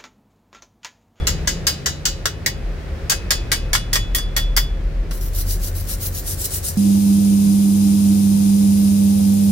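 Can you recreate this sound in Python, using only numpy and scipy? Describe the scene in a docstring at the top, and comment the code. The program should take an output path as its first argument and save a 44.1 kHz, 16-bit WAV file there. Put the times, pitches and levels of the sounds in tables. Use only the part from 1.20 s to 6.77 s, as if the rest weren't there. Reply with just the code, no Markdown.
"""Outdoors, over the steady rumble of distant traffic, a home-made chipping hammer knocks slag off a weld
on square steel tube: each impact excites the damped modes of tube and hammer. It glances off the seam,
wedges in the corner, then is turned to strike from the side. From 3.9 s a wire cup brush, not spinning,
is scrubbed to and fro by hand: countless tiny impacts merge into a hiss, and the tube rings faintly
under it. For the last few strokes the hand presses harder."""
import sys
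import numpy as np
from scipy import signal
from scipy.fft import rfft, irfft, next_fast_len
from scipy.io import wavfile
from scipy.ndimage import uniform_filter1d

SR = 44100
rng = np.random.default_rng(int(sys.argv[2]) if len(sys.argv) > 2 else 0)


def unload_wav(signal):
    """Save mono or channel-first audio to the path in sys.argv[1] as 16-bit WAV at rate SR, clipped to [-1, 1]."""
    wavfile.write(
        sys.argv[1],
        SR,
        np.round(np.clip(np.atleast_2d(signal).T, -1, 1) * 32767).astype(np.int16),
    )


N = 245637
TIME = np.arange(N) / SR
CUTOFF_HZ = 15800
BRUSH_ON_S, PRESS_S = 3.91, 5.03   # the wires touch the steel; the hand starts to press harder

# Levels in the tables are relative: each source adds its own gain.
# hammer blows: (time [s], level [dB], low clank [dB], bright edge [dB], hammer ring [dB],
# frequency favoured by the struck spot [Hz])
BLOWS = [(0.0700, -17, -11, -13, -48, 7300), (0.2739, -17, -10, -16, -55, 6600),
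         (0.4684, -15, -8, -11, -44, 4730), (0.6597, -19, -7.5, -16, -55, 5800),
         (0.8538, -17, -11, -13.5, -60, 7100), (1.0563, -17.5, -5, -14.5, -41, 5300),
         (1.2615, -16.5, -8.5, -12, -37, 5130), (1.8972, -14.5, -13, -11, -45, 7360),
         (2.1064, -14, -8.5, -14, -28, 4560), (2.317, -15, -9, -11.5, -33, 9000),
         (2.5315, -15, -8, -14.5, -36, 2900), (2.7305, -16.5, -14, -8, -25, 3020),
         (2.9483, -20.5, -9.5, -2, -21.5, 9400), (3.1645, -19, -5, -6.5, -20, 2940),
         (3.3652, -19, -8.5, -2.5, -34, 4950)]
# ways of holding the hammer, in turn glancing, wedged and sideways:
# (start [s], face [0 front, 1 side], damping [dB/s], skid [ms], clear ring [dB], crack [dB])
GRIPS = [(0, 0, 7, 4.1, 0.5, 1), (1, 0, 132, 1.4, -6.5, 4), (1.6, 1, 56, 8, -1.5, 1.1)]
# the tip falls back on the steel after some blows: (time [s], level [dB], hammer ring [dB])
REBOUNDS = [(0.4859, -39.5, -60), (1.9175, -19, -41), (2.5512, -17.5, -27), (2.7555, -16.5, -19.5),
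            (2.984, -27.5, -47), (3.374, -19, -26.5)]
# the tube's clear modes: (frequency [Hz], struck in front [dB], struck on the side [dB],
# brushed [dB], decay time T60 [s])
TUBE_MODES = [(1020.0, -32.0, -31.0, -39.0, 0.1), (1430.0, -30.0, -31.0, -34.0, 0.07),
              (1739.0, -42.0, -27.0, -39.0, 0.1), (2563.0, -39.0, -38.0, -44.0, 0.9),
              (2936.0, -28, -30, -31.0, 0.3), (3920.0, -30.5, -37.0, -26.0, 0.37),
              (4120.0, -32.0, -36.0, -26.0, 0.12), (4669.0, -28.0, -26.0, -35.0, 0.12),
              (4847.0, -20.0, -19.0, -21.0, 0.22), (4980.0, -31.0, -36.0, -29.0, 0.2),
              (5490.0, -22.0, -26.0, -29.0, 0.1), (5690.0, -22.0, -21.0, -19.0, 0.1),
              (5860.0, -26.0, -26.0, -19.0, 0.12), (6262.0, -25.0, -32.0, -28.0, 0.2),
              (6880.0, -28.0, -31.0, -20.0, 0.25), (7068.0, -21.5, -28.0, -23.0, 0.19),
              (8155.0, -26.0, -31.0, -19.0, 0.17), (8737.0, -40.0, -40.0, -13.0, 0.18),
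              (9020.0, -38.0, -37.0, -13.0, 0.09), (9282.0, -34.0, -20.0, -12.0, 0.13),
              (9620.0, -43.0, -28.0, -26.0, 0.1), (10342.0, -47.0, -34.0, -23.0, 0.19),
              (10950.0, -43.0, -28.0, -15.0, 0.12), (11400.0, -51.0, -44.0, -19.0, 0.08),
              (11760.0, -39.0, -29.0, -18.0, 0.09), (12140.0, -42.0, -28.0, -18.0, 0.1),
              (12391.0, -31.0, -24.0, -11.5, 0.11), (13810.0, -33.0, -32.0, -13.0, 0.08),
              (14370.0, -34.0, -33.0, -16.0, 0.08), (15150.0, -39.0, -25.0, -18.0, 0.07)]
# the hammer's modes, longest-lived last: (frequency [Hz], level [dB], decay time T60 [s])
HAMMER_MODES = [(1879, 1, .11), (3266, -2, .1), (3418.5, -2, .34)]
# spectral envelope of the tube's crowd of weak modes: (frequency [Hz], level [dB])
CLANK_SPECTRUM = [(400, -11), (850, -12), (1100, -6), (1900, 0.5), (2600, -12.5), (3300, -5), (4100, -8),
                  (5300, -4.5), (7100, -5.5), (8600, -10), (10500, -11), (12000, -6), (13200, -9),
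                  (15500, -11)]
# brush strokes, to and fro: (midpoint [s], level [dB])
STROKES = [(3.951, -44), (4.044, -41.5), (4.185, -34), (4.308, -34), (4.455, -35.5), (4.584, -38.5),
           (4.711, -34), (4.844, -35), (4.969, -35), (5.100, -31), (5.228, -30.5), (5.346, -29),
           (5.48, -31)]
# hiss of the wire tips: (frequency [Hz], level [dB])
WIRE_SPECTRUM = [(1500, -14.5), (2600, -4), (4000, 5), (6000, 6.5), (8000, 9), (9000, 5.5), (10500, 8.5),
                 (12200, 9.5), (13300, 2), (14200, -3), (15600, 10.5)]
# spectral density of the traffic: (frequency [Hz], level [dB])
TRAFFIC_SPECTRUM = [(25, -34.5), (66, 0), (110, -13.5), (150, -11.5), (260, -26), (380, -25.5), (600, -31),
                    (900, -37), (1800, -36), (3300, -45), (5000, -48), (8000, -57.5), (15500, -63.5)]
# slow course of the traffic: (time [s], rumble [dB], road noise [dB])
TRAFFIC_LEVELS = [(0.0, -29.5, -36.5), (0.85, -38.5, -42), (1.94, -35.5, -39), (4.05, -35.5, -43),
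                  (4.25, -37, -42.5), (5.57, -36.5, -42)]
# far engines: (peak time [s], Gaussian width [s], frequency [Hz], glide [Hz/s], level [dB])
ENGINES = [(0.105, 0.27, 39.4, -18, -28.5), (0.344, 0.14, 165, 34.5, -32.5), (0.695, 0.2, 145.9, 24.5, -37),
           (0.953, 0.055, 40, 0, -25), (1.149, 0.16, 100.2, -34.5, -32.5), (1.49, 0.1, 41, 1.5, -27),
           (1.804, 0.22, 73.26, -0.5, -32), (2.5, 0.99, 151.9, 0, -43), (2.716, 0.6, 111.6, 2.5, -36),
           (2.998, 1, 47.02, 0.5, -29.5), (3.542, 0.85, 39.13, .5, -20.5), (4.7, 0.46, 49.4, -0.5, -41),
           (4.32, .2, 86.7, 3, -27), (5.103, 0.6, 89.6, 1, -31.5)]
# likeness of the sound at the two ears: (frequency [Hz], coherence [0 to 1])
COHERENCE = [(40, 0.74), (130, 0.94), (260, 0.89), (520, 0.52), (1000, 0.19), (2000, 0.27), (8000, 0)]
# balance of the ringing steel between the ears: (frequency [Hz], left minus right [dB])
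RING_BALANCE = [(1000, 0.5), (4000, -2), (9000, 2), (15000, 1.5)]


def chipping(crowd_t60=0.14, shimmer_t60=0.42, crack_s=0.0025, vary_db=2.2, count=440, size=9000):
    """Modal superposition: each impact excites the tube's clear and weak modes, frame and hammer."""
    out, t = np.zeros((2, N)), np.arange(4 * size) / SR
    crowd_hz = 400 + (np.arange(count) + rng.random(count)) * (CUTOFF_HZ - 400) / count
    crowd = damped_modes(crowd_hz, crowd_t60 * np.exp(0.074 * rng.standard_normal(count)), size)
    tube_hz, front_db, side_db, _, tube_t60 = np.transpose(TUBE_MODES)
    tube = damped_modes(tube_hz, tube_t60, len(t))
    hammer_hz, hammer_db, hammer_t60 = np.transpose(HAMMER_MODES)
    hammer = damped_modes(hammer_hz, hammer_t60, len(t))
    hammer[:, -1] *= from_db(7.5 * np.minimum(t / 0.076, 1))   # sings out as the hammer lifts clear
    add(out, 0, from_db(-38) * hammer[:, -1] * np.minimum(t / 0.0046, 1))   # an earlier blow rings on
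    # vibration that has spread through the welded frame returns as a dense shimmer
    shimmer = unit_rms(band(rng.standard_normal((2, N)), 2880, 6200))
    fading = from_db(-12 - 60 * t / shimmer_t60)
    for s, level_db, low_db, edge_db, ring_db, spot_hz, *grip in contacts():
        on_side, damping, skid_ms, clear_db, crack_db = grip
        held = from_db(-damping * t)   # a tip that stays on the steel shortens clank and shimmer
        crack = from_db(crack_db * np.exp(-t[:size] / crack_s))   # the first instant is louder
        tilt_db = at_hz([(2000, low_db + 7), (4500, 0), (8000, 0), (10000, edge_db + 8)], crowd_hz)
        crowd_db = at_hz(CLANK_SPECTRUM, crowd_hz) + tilt_db + spot_emphasis(crowd_hz, spot_hz)
        weights = from_db(crowd_db + vary_db * rng.standard_normal(count)) * rng.choice([-1, 1], count)
        response = (weights / np.sqrt(count / 8)) @ crowd * held[:size] * crack
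        clank = signal.fftconvolve(response, skid(skid_ms)[None], axes=1)
        add(out, s, from_db(level_db + 5) * clank)
        start = rng.integers(N - len(t))
        add(out, s, from_db(level_db) * fading * held * shimmer[:, start:start + len(t)])
        tube_db = (side_db if on_side else front_db) + clear_db + spot_emphasis(tube_hz, spot_hz)
        strengths = from_db(tube_db + vary_db * rng.standard_normal(len(tube_hz)))
        add(out, s, from_db(level_db + 14) * (strengths @ tube))
        add(out, s, from_db(ring_db - 0.5) * (from_db(hammer_db) @ hammer))
    return out


def contacts(damping_db_per_s=300, skid_ms=4.5):
    """Impact excitation: the blows, then the strongly damped rebounds and brush landing, with grips."""
    def latest(table, s):
        return table[sum(s >= row[0] for row in table[1:])]
    rows = [(*blow, *latest(GRIPS, blow[0])[1:]) for blow in BLOWS]
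    for s, level_db, ring_db in REBOUNDS:   # duller than its blow, on the same spot
        _, on_side, _, _, clear_db, crack_db = latest(GRIPS, s)
        grip = (on_side, damping_db_per_s, skid_ms, clear_db, crack_db)
        rows.append((s, level_db, -4, -19, ring_db, latest(BLOWS, s)[-1], *grip))
    # the brush is set down with a light knock: no hammer ring, no favoured frequency
    landing = (BRUSH_ON_S, -35.5, -3, -7, -np.inf, np.inf, 1, damping_db_per_s, skid_ms, 0, 0)
    return rows + [landing]


def skid(decay_ms, drag=0.91, clicks_per_s=4000, size=1500):
    """Contact force of unit energy: one impulse, then ever weaker clicks as the tip crunches slag."""
    clicks = rng.standard_normal(size) * (rng.random(size) < clicks_per_s / SR)
    clicks *= np.exp(-np.arange(size) / SR * 1000 / decay_ms)
    clicks *= drag / np.sqrt(np.sum(clicks ** 2) + 1e-12)
    clicks[0] = 1
    return clicks / np.sqrt(np.sum(clicks ** 2))


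def spot_emphasis(hz, spot_hz, height_db=4, width_octaves=0.15):
    """The point of excitation weights the modes: extra dB near the frequency that it favours."""
    return height_db * np.exp(-.5 * ((np.log2(hz) - np.log2(spot_hz)) / width_octaves) ** 2)


def brushing(half_stroke_s=0.043, wire_t60=0.038, count=40, size=5000):
    """Forced vibration: the flicking tips hiss, and drive the tube and new wires on each stroke."""
    flicks = wire_flicks()
    flick_envelope = np.sqrt(uniform_filter1d(flicks ** 2, size=24) + 1e-6)
    hiss = unit_rms(coloured_noise(WIRE_SPECTRUM) * flick_envelope)
    effort_db, = in_time(STROKES)
    touching = np.clip((TIME - BRUSH_ON_S) / .01, 0, 1)
    out = from_db(effort_db - 8) * hiss * touching   # the wires still rustle as the hand turns
    tube_hz, _, _, tube_db, t60 = np.transpose(TUBE_MODES)
    t60 = np.minimum(t60, .1)   # the wires damp the longest rings
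    tube = damped_modes(tube_hz, t60, size)
    offsets = np.arange(-size, size)
    bite_band = signal.butter(1, [6200, 10200], "band", fs=SR, output="sos")
    for s, level_db in STROKES:
        speed = from_db(level_db) * np.exp(-1.3 * np.abs(offsets / SR / half_stroke_s) ** 3)
        span = np.minimum(round(s * SR) + offsets, N - 1)
        wire_hz = rng.uniform(5000, CUTOFF_HZ, count)
        wire_modes = damped_modes(wire_hz, np.full(count, wire_t60), size)
        twang = from_db(at_hz(WIRE_SPECTRUM, wire_hz)) @ wire_modes
        body = from_db(tube_db + 2 * rng.standard_normal(len(tube_hz))) / np.sqrt(t60) @ tube
        response = (from_db(-2) * unit_rms(twang) + from_db(1.5) * unit_rms(body)) / np.sqrt(size)
        ring = signal.fftconvolve((flicks[span] * speed)[None], response, axes=1)[:, :len(span)]
        stroke = ring + from_db(-0.5) * hiss[:, span] * speed
        bite = from_db(-6.5 if s < PRESS_S else 2.5)   # pressing harder fills in the middle of the hiss
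        stroke += (bite - 1) * signal.sosfilt(bite_band, stroke)
        add(out, s - size / SR, stroke / np.sqrt((1 + bite ** 2) / 2))
    return out


def wire_flicks(tips_per_s=6000, grain_db=3.5, snags_per_s=30, snag_db=17, flutter_db=1.74):
    """Shot noise: tips flick over the seam at random; a few catch on the bead and snap free."""
    hits = rng.random(N) < tips_per_s / SR
    flicks = hits * from_db(grain_db * np.minimum(rng.exponential(1, N), 4)) * rng.choice([-1, 1], N)
    snags = (rng.random(N) < snags_per_s / SR) * from_db(snag_db) * rng.standard_normal(N)
    return (unit_rms(flicks) + snags) * from_db(flutter_db * drift(29))


def reflections(x, ground_s=0.0036, ground_db=-12, tail_db=-17, t60=0.18, size=12000):
    """Reflection: a weak bounce off the ground and a short dull tail from walls join the direct sound."""
    t = np.arange(size) / SR
    tail = band(rng.standard_normal((2, size)), 190, 7400)
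    tail *= from_db(-60 * t / t60) * np.minimum(t / 0.0015, 1)
    echo = from_db(tail_db) * tail / np.sqrt(np.sum(tail ** 2) / 2)
    echo[:, round(ground_s * SR)] += from_db(ground_db)
    return x + signal.fftconvolve(x, echo, axes=1)[:, :N]


def traffic(whine_hz=539.5, whine_db=-51.5):
    """Incoherent sources add: rumble, road noise, tyre hiss, swelling engine drones and a thin whine."""
    out = np.zeros((2, N))
    rumble_db, road_db = in_time(TRAFFIC_LEVELS)
    rumble, road, tyres = (rumble_db + 5, 28, 324), (road_db + 2.5, 250, 862), (road_db - 3, 950, 18000)
    for level_db, low_hz, high_hz in (rumble, road, tyres):
        out += from_db(level_db) * unit_rms(band(coloured_noise(TRAFFIC_SPECTRUM), low_hz, high_hz))
    for s, width_s, pitch_hz, glide, level_db in ENGINES:
        swell = from_db(level_db + 3 * drift(11.4)) * np.exp(-.5 * ((TIME - s) / width_s) ** 2)
        hz = (pitch_hz + glide * (TIME - s)) * (1 + 0.011 * drift(7.6))
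        out += swell * tone(hz)
    return out + from_db(whine_db + 2.5 * drift(3)) * tone(whine_hz + 1.44 * drift(2.67))


def damped_modes(hz, t60, size):
    """Free vibration: decaying sines (ears x modes x samples), with a phase and level for each ear."""
    t = np.arange(size) / SR
    phase_gap = np.arccos(at_hz(COHERENCE, hz)) * rng.choice([-1, 1], len(hz))
    phase = rng.uniform(0, 2 * np.pi, len(hz)) + phase_gap * np.array([[0], [1]])
    ear_gain = from_db(at_hz(RING_BALANCE, hz) * np.array([[.5], [-.5]]))
    sines = np.sin(2 * np.pi * hz[:, None] * t + phase[..., None])
    return ear_gain[..., None] * sines * from_db(-60 * t / t60[:, None])


def coloured_noise(spectrum):
    """Partial coherence: steady stereo noise of a given spectrum, alike at both ears in the bass only."""
    size = next_fast_len(N, True)
    hz = np.arange(size // 2 + 1) * SR / size
    mid, side = rfft(rng.standard_normal((2, size)))
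    alike = at_hz(COHERENCE, hz)
    ears = np.sqrt(1 + alike) * mid + np.sqrt(1 - alike) * side * [[1], [-1]]
    return irfft(from_db(at_hz(spectrum, hz)) * ears, size)[:, :N]


def tone(hz):
    """A sine of unit power whose phase is the integral of its frequency."""
    return np.sqrt(2) * np.sin(2 * np.pi * np.cumsum(hz) / SR)


def drift(rate_hz, step=40, settle=2000):
    """Low-passed noise: a slow random fluctuation of unit power."""
    pole = np.exp(-2 * np.pi * rate_hz * step / SR)
    noise = rng.standard_normal(N // step + settle + 2)
    slow = signal.lfilter([1], [1, -2 * pole, pole * pole], noise)[settle:]
    return np.interp(np.arange(N) / step, np.arange(len(slow)), unit_rms(slow))


def band(x, low_hz, high_hz):
    """Causal band-pass filter."""
    return signal.sosfilt(signal.butter(2, [low_hz, high_hz], "band", fs=SR, output="sos"), x)


def at_hz(points, hz):
    """Interpolation of a spectrum on a logarithmic frequency axis."""
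    knots_hz, values = np.transpose(points)
    return np.interp(np.log(np.maximum(hz, 1)), np.log(knots_hz), values)


def in_time(rows):
    """Linear interpolation of each column at every sample."""
    s, *columns = np.transpose(rows)
    return [np.interp(TIME, s, column) for column in columns]


def add(out, s, sound):
    """Superposition of a sound that starts at s seconds."""
    at = round(s * SR)
    out[:, at:at + sound.shape[1]] += sound[:, :N - at]


def from_db(db):
    """Decibels to amplitude ratio."""
    return 10 ** (np.asarray(db) / 20)


def unit_rms(x):
    """Normalisation to unit power."""
    return x / np.sqrt(np.mean(x ** 2) + 1e-20)


def scene():
    """Superposition of near tools and far traffic; a level difference sets all a little to the left."""
    tools = chipping() + from_db(2.5) * brushing()
    return (reflections(tools) + traffic()) * from_db([[.4], [-.4]])


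def record(dry, ceiling=1.2):
    """Soft saturation rounds the peaks; a steep low-pass filter removes the highest treble."""
    low_pass = signal.ellip(10, .1, 80, CUTOFF_HZ, fs=SR, output="sos")
    return signal.sosfilt(low_pass, ceiling * np.tanh(dry / ceiling))


dry = scene()
out = record(dry)
unload_wav(out)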